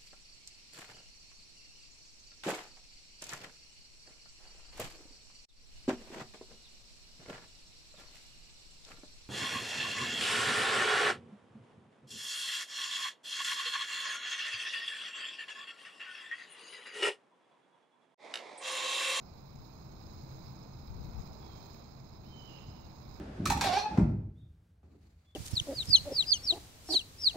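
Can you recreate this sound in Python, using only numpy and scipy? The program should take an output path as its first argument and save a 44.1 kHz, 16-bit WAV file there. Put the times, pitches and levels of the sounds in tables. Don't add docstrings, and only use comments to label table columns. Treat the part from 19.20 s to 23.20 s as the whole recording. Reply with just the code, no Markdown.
import sys
import numpy as np
from scipy import signal
from scipy.fft import rfft, irfft
from scipy.io import wavfile

SR = 44100
rng = np.random.default_rng(int(sys.argv[2]) if len(sys.argv) > 2 else 0)


def unload_wav(signal):
    wavfile.write(
        sys.argv[1],
        SR,
        np.round(np.clip(np.atleast_2d(signal).T, -1, 1) * 32767).astype(np.int16),
    )


N = 176400
TIME = np.arange(N) / SR
BINS_HZ = np.maximum(np.arange(N // 2 + 1) * SR / N, 1)

# t/s, level/dB
RUMBLE_SWELL = [(0, -54), (.4, -54), (.6, -53.5), (.95, -51), (1.45, -51.5), (1.85, -50), (2.35, -50),
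                (2.7, -55.5), (3.1, -52), (3.38, -53.5), (3.46, -51.5), (3.56, -54), (3.85, -52),
                (4, -50.5)]
# t/s, relative level/dB
RUSH_SWELL = [(0, -64), (.3, -64.5), (.6, -63.5), (1.25, -62), (1.6, -63), (2.0, -60), (2.35, -60.5),
              (2.57, -62), (2.8, -64.5), (3.02, -64.5), (3.38, -61.5), (3.62, -63), (4, -62)]


def from_db(db):
    return 10 ** (np.asarray(db) / 20)


def unit_rms(x):
    return x / np.sqrt(np.mean(x ** 2) + 1e-30)


def in_time(rows):
    times, *columns = np.transpose(rows)
    return [np.interp(TIME, times, column) for column in columns]


def gate(start, end, edge_s):
    return np.clip(1 + np.minimum(TIME - start, end - TIME) / edge_s, 0, 1)


def noise(gain):
    return unit_rms(irfft(rfft(rng.standard_normal(N)) * gain, N))


def coloured_noise(spectrum):
    hz, db = np.transpose(spectrum)
    return noise(from_db(np.interp(np.log(BINS_HZ), np.log(hz), db)))


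def band_noise(hz, half_width_hz):
    return noise(1 / (1 + ((BINS_HZ - hz) / half_width_hz) ** 2))


def drift(hz):
    return band_noise(0, hz)


def flutter(hz):
    return band_noise(hz, hz / 2)


def from_the_right(x, lag_s=.0005):
    return np.array([np.interp(TIME - lag_s, TIME, x), x])


def far_rumble():
    # f/Hz, relative level/dB
    spectrum = [(15, -9.5), (38, -3.5), (75, 0), (130, -3), (175, -4), (250, -9.5), (400, -15.5),
                (800, -32.5), (1600, -66), (5000, -81)]
    level_db, = in_time(RUMBLE_SWELL)
    return from_the_right(from_db(level_db) * coloured_noise(spectrum))


def far_hum():
    # t/s, level/dB
    drone_swell = [(0, -60), (.65, -59), (.97, -54), (1.45, -56), (2.2, -58), (2.6, -61.5), (3.1, -61),
                   (3.5, -59), (4, -57.5)]
    # f/Hz, half-width/Hz, mean level/dB
    hum_bands = [(186.5, 5.4, -67), (228.1, 9.8, -66), (323.2, 4, -70.5)]
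    drone_db, rush_db = in_time(drone_swell) + in_time(RUSH_SWELL)
    drone = from_db(drone_db) * band_noise(134.8, half_width_hz=6.2)
    upper = sum(from_db(db) * band_noise(hz, half_width) for hz, half_width, db in hum_bands)
    swell_db = .69 * (rush_db - rush_db.mean())
    return from_the_right(drone + upper * from_db(swell_db))


def buffeting():
    # f/Hz, relative level/dB
    spectrum = [(10, -16), (25, -1.5), (42, -1.5), (85, 3), (130, -8), (250, -13.5), (600, -64),
                (3000, -82)]
    rumble_db, = in_time(RUMBLE_SWELL)
    swell_db = .8 * (rumble_db - rumble_db.mean())
    port_db, lump_db = (-59.5, -63), 2.5
    return np.array([coloured_noise(spectrum) * from_db(db + swell_db + lump_db * drift(hz=10))
                     for db in port_db])


def gusts():
    # start t/s, end t/s, start level/dB, end level/dB
    bursts = [(0.346, 0.413, -47, -46.5), (1.687, 1.897, -43.5, -43), (1.954, 2.004, -41, -34)]
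    # f/Hz, relative level/dB
    spectrum = [(10, -19), (25, -5), (42, -1.5), (80, -6.5), (140, -7), (200, -14.5), (280, -26.5),
                (600, -57), (3000, -100)]
    envelope = np.zeros(N)
    for start, end, start_db, end_db in bursts:
        level_db = np.interp(TIME, [start, end], [start_db, end_db])
        envelope += gate(start, end, edge_s=.0186) * from_db(level_db)
    return np.array([envelope * coloured_noise(spectrum), np.zeros(N)])


def air_thud(at_s=3.485, spread_s=.026, port_db=(-44.5, -47)):
    envelope = np.exp(-((TIME - at_s) / spread_s) ** 2)
    push = unit_rms(envelope * band_noise(110, half_width_hz=27)) * np.sqrt(np.mean(envelope ** 2))
    return from_db(port_db)[:, None] * from_the_right(push)


def wind_in_trees():
    # f/Hz, relative level/dB
    left_spectrum = [(150, -99.5), (400, -89.5), (600, -94), (900, -91.5), (1800, -109), (2400, -110),
                     (2900, -116), (4000, -113), (5500, -120), (6000, -127), (6500, -120), (7700, -127),
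                     (8300, -132), (10000, -132), (11500, -121), (13400, -114), (15600, -111)]
    right_spectrum = [(150, -89), (400, -87), (900, -83), (1300, -90.5), (1850, -102), (2250, -97),
                      (2550, -97.5), (2900, -109.5), (3500, -103), (3900, -91.5), (4250, -92), (4700, -98),
                      (4950, -90.5), (5160, -88), (5350, -96.5), (5600, -101), (5980, -112), (6400, -94),
                      (7100, -106), (7850, -112), (8300, -135), (10000, -131), (10500, -122), (11100, -125),
                      (11750, -115), (12400, -121), (13450, -106), (14650, -113), (15450, -102)]
    # t/s, relative treble level/dB, relative top treble level/dB
    hiss_swell = [(0, -72, -84), (.08, -69.5, -83), (.45, -69, -79.5), (.65, -69.5, -81),
                  (.9, -65.5, -79.5), (1.14, -65.5, -77), (1.31, -65.5, -77.5), (1.36, -66.5, -79.5),
                  (1.55, -68.5, -81.5), (1.98, -65.5, -77), (2.14, -66, -79), (2.38, -64, -77.5),
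                  (2.59, -64.5, -75.5), (2.63, -67, -80.5), (2.85, -69, -83), (2.96, -68, -82),
                  (3.02, -72, -84), (3.05, -66, -80), (3.14, -68, -83), (3.28, -65.5, -79.5),
                  (3.73, -68, -81.5), (3.96, -65.5, -79)]
    band_edges = [1600, 3400, 4650, 5900, 8500]
    band_deviations = [0.31, 0.3, 1.54, 1.83, 1.1]
    port_db, port_flutter_db, rustle_db = (-61.5, -54), (0, .74), 1.36

    rush_db, treble_db, top_db = [db - db.mean() for db in in_time(RUSH_SWELL) + in_time(hiss_swell)]
    band_swells_db = [(rush_db + treble_db) / 2, treble_db, treble_db, treble_db, top_db]
    band_of_bin = np.searchsorted(band_edges, BINS_HZ)
    ports = []
    for spectrum, level_db, flutter_db in zip((left_spectrum, right_spectrum), port_db, port_flutter_db):
        flow = rfft(coloured_noise(spectrum))
        rush, *bands = [irfft(flow * (band_of_bin == k), N) for k in np.unique(band_of_bin)]
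        hiss = sum(band * from_db(swell_db + deviation_db * drift(hz=34))
                   for band, swell_db, deviation_db in zip(bands, band_swells_db, band_deviations))
        hiss *= from_db(flutter_db * flutter(hz=18) + rustle_db * drift(hz=160))
        ports.append(from_db(level_db) * (rush * from_db(rush_db) + hiss))
    return np.array(ports)


def forest_echoes(x, t60_s=.75, echoes_per_s=900, sway_rad=1.2):
    far_db, far_delay_s, far_spread_s = -9, .24, .099
    decay = from_db(-60 * TIME / t60_s)
    far_cluster = from_db(far_db) * np.exp(-((TIME - far_delay_s) / far_spread_s) ** 2)
    arrivals = rng.random(N) < echoes_per_s / SR
    response = arrivals * rng.standard_normal(N) * (decay + far_cluster)
    scattered = signal.fftconvolve(x, response / np.sqrt(np.sum(response ** 2)))[:N]
    sway = sway_rad * drift(hz=49)
    return np.real(signal.hilbert(scattered) * np.exp(1j * sway))


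def whistle(contour, waver_share=.0042, rasp_share=.012, rasp_depth=.89):
    hz, level_db, hoarseness = in_time(contour)
    rasp = hoarseness * flutter(hz=150)
    pitch_swing = waver_share * drift(hz=58) + rasp_share * rasp
    phase = 2 * np.pi * np.cumsum(hz * (1 + pitch_swing)) / SR
    tone = np.sqrt(2) * np.sin(phase) * (1 - rasp_depth * rasp)
    screech_gain = hoarseness * from_db(-2)
    screech = screech_gain * band_noise(2970, half_width_hz=460)
    expected_rms = np.sqrt(1 + (rasp_depth * hoarseness) ** 2 + screech_gain ** 2)
    envelope = from_db(level_db) * gate(contour[0][0], contour[-1][0], edge_s=.026)
    return envelope * (tone + screech) / expected_rms


def bird(direct_db=(-19, -.5), echo_db=(-25, -6)):
    # t/s, f/Hz, level before the path gains/dB, hoarseness (0-1)
    contours = [
        [(2.215, 3385, -69, .5), (2.26, 3315, -68, .15), (2.31, 3240, -68, .05), (2.37, 3205, -70, 0.2),
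         (2.47, 3160, -77, .3), (2.55, 3040, -79, .3)],
        [(3.047, 2500, -67, 0.64), (3.062, 3000, -69, 0.2), (3.098, 3160, -69, .02), (3.135, 3065, -58, 0.1),
         (3.165, 3040, -62, 0.1), (3.193, 3055, -56, 0.1), (3.208, 2965, -54.5, 0.14), (3.228, 3065, -56, 0.14),
         (3.25, 2985, -57.5, 0.2), (3.267, 3075, -60, 0.42), (3.284, 3005, -51, 0.2), (3.298, 2910, -56.5, 0.6),
         (3.33, 2860, -56.5, 0.8), (3.355, 2925, -57.5, 0.4), (3.395, 2805, -57, 0.96),
         (3.445, 2770, -62.5, 0.9)],
    ]
    calls = sum(whistle(contour) for contour in contours)
    direct = from_db(direct_db)[:, None] * from_the_right(calls)
    echoes = np.array([from_db(db) * forest_echoes(calls) for db in echo_db])
    return direct + echoes


def scene():
    return wind_in_trees() + far_hum() + far_rumble() + buffeting() + gusts() + air_thud() + bird()


def record(dry, cutoff_hz=15680):
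    return signal.sosfilt(signal.ellip(14, .1, 80, cutoff_hz, fs=SR, output="sos"), dry)


dry = scene()
out = record(dry)
unload_wav(out)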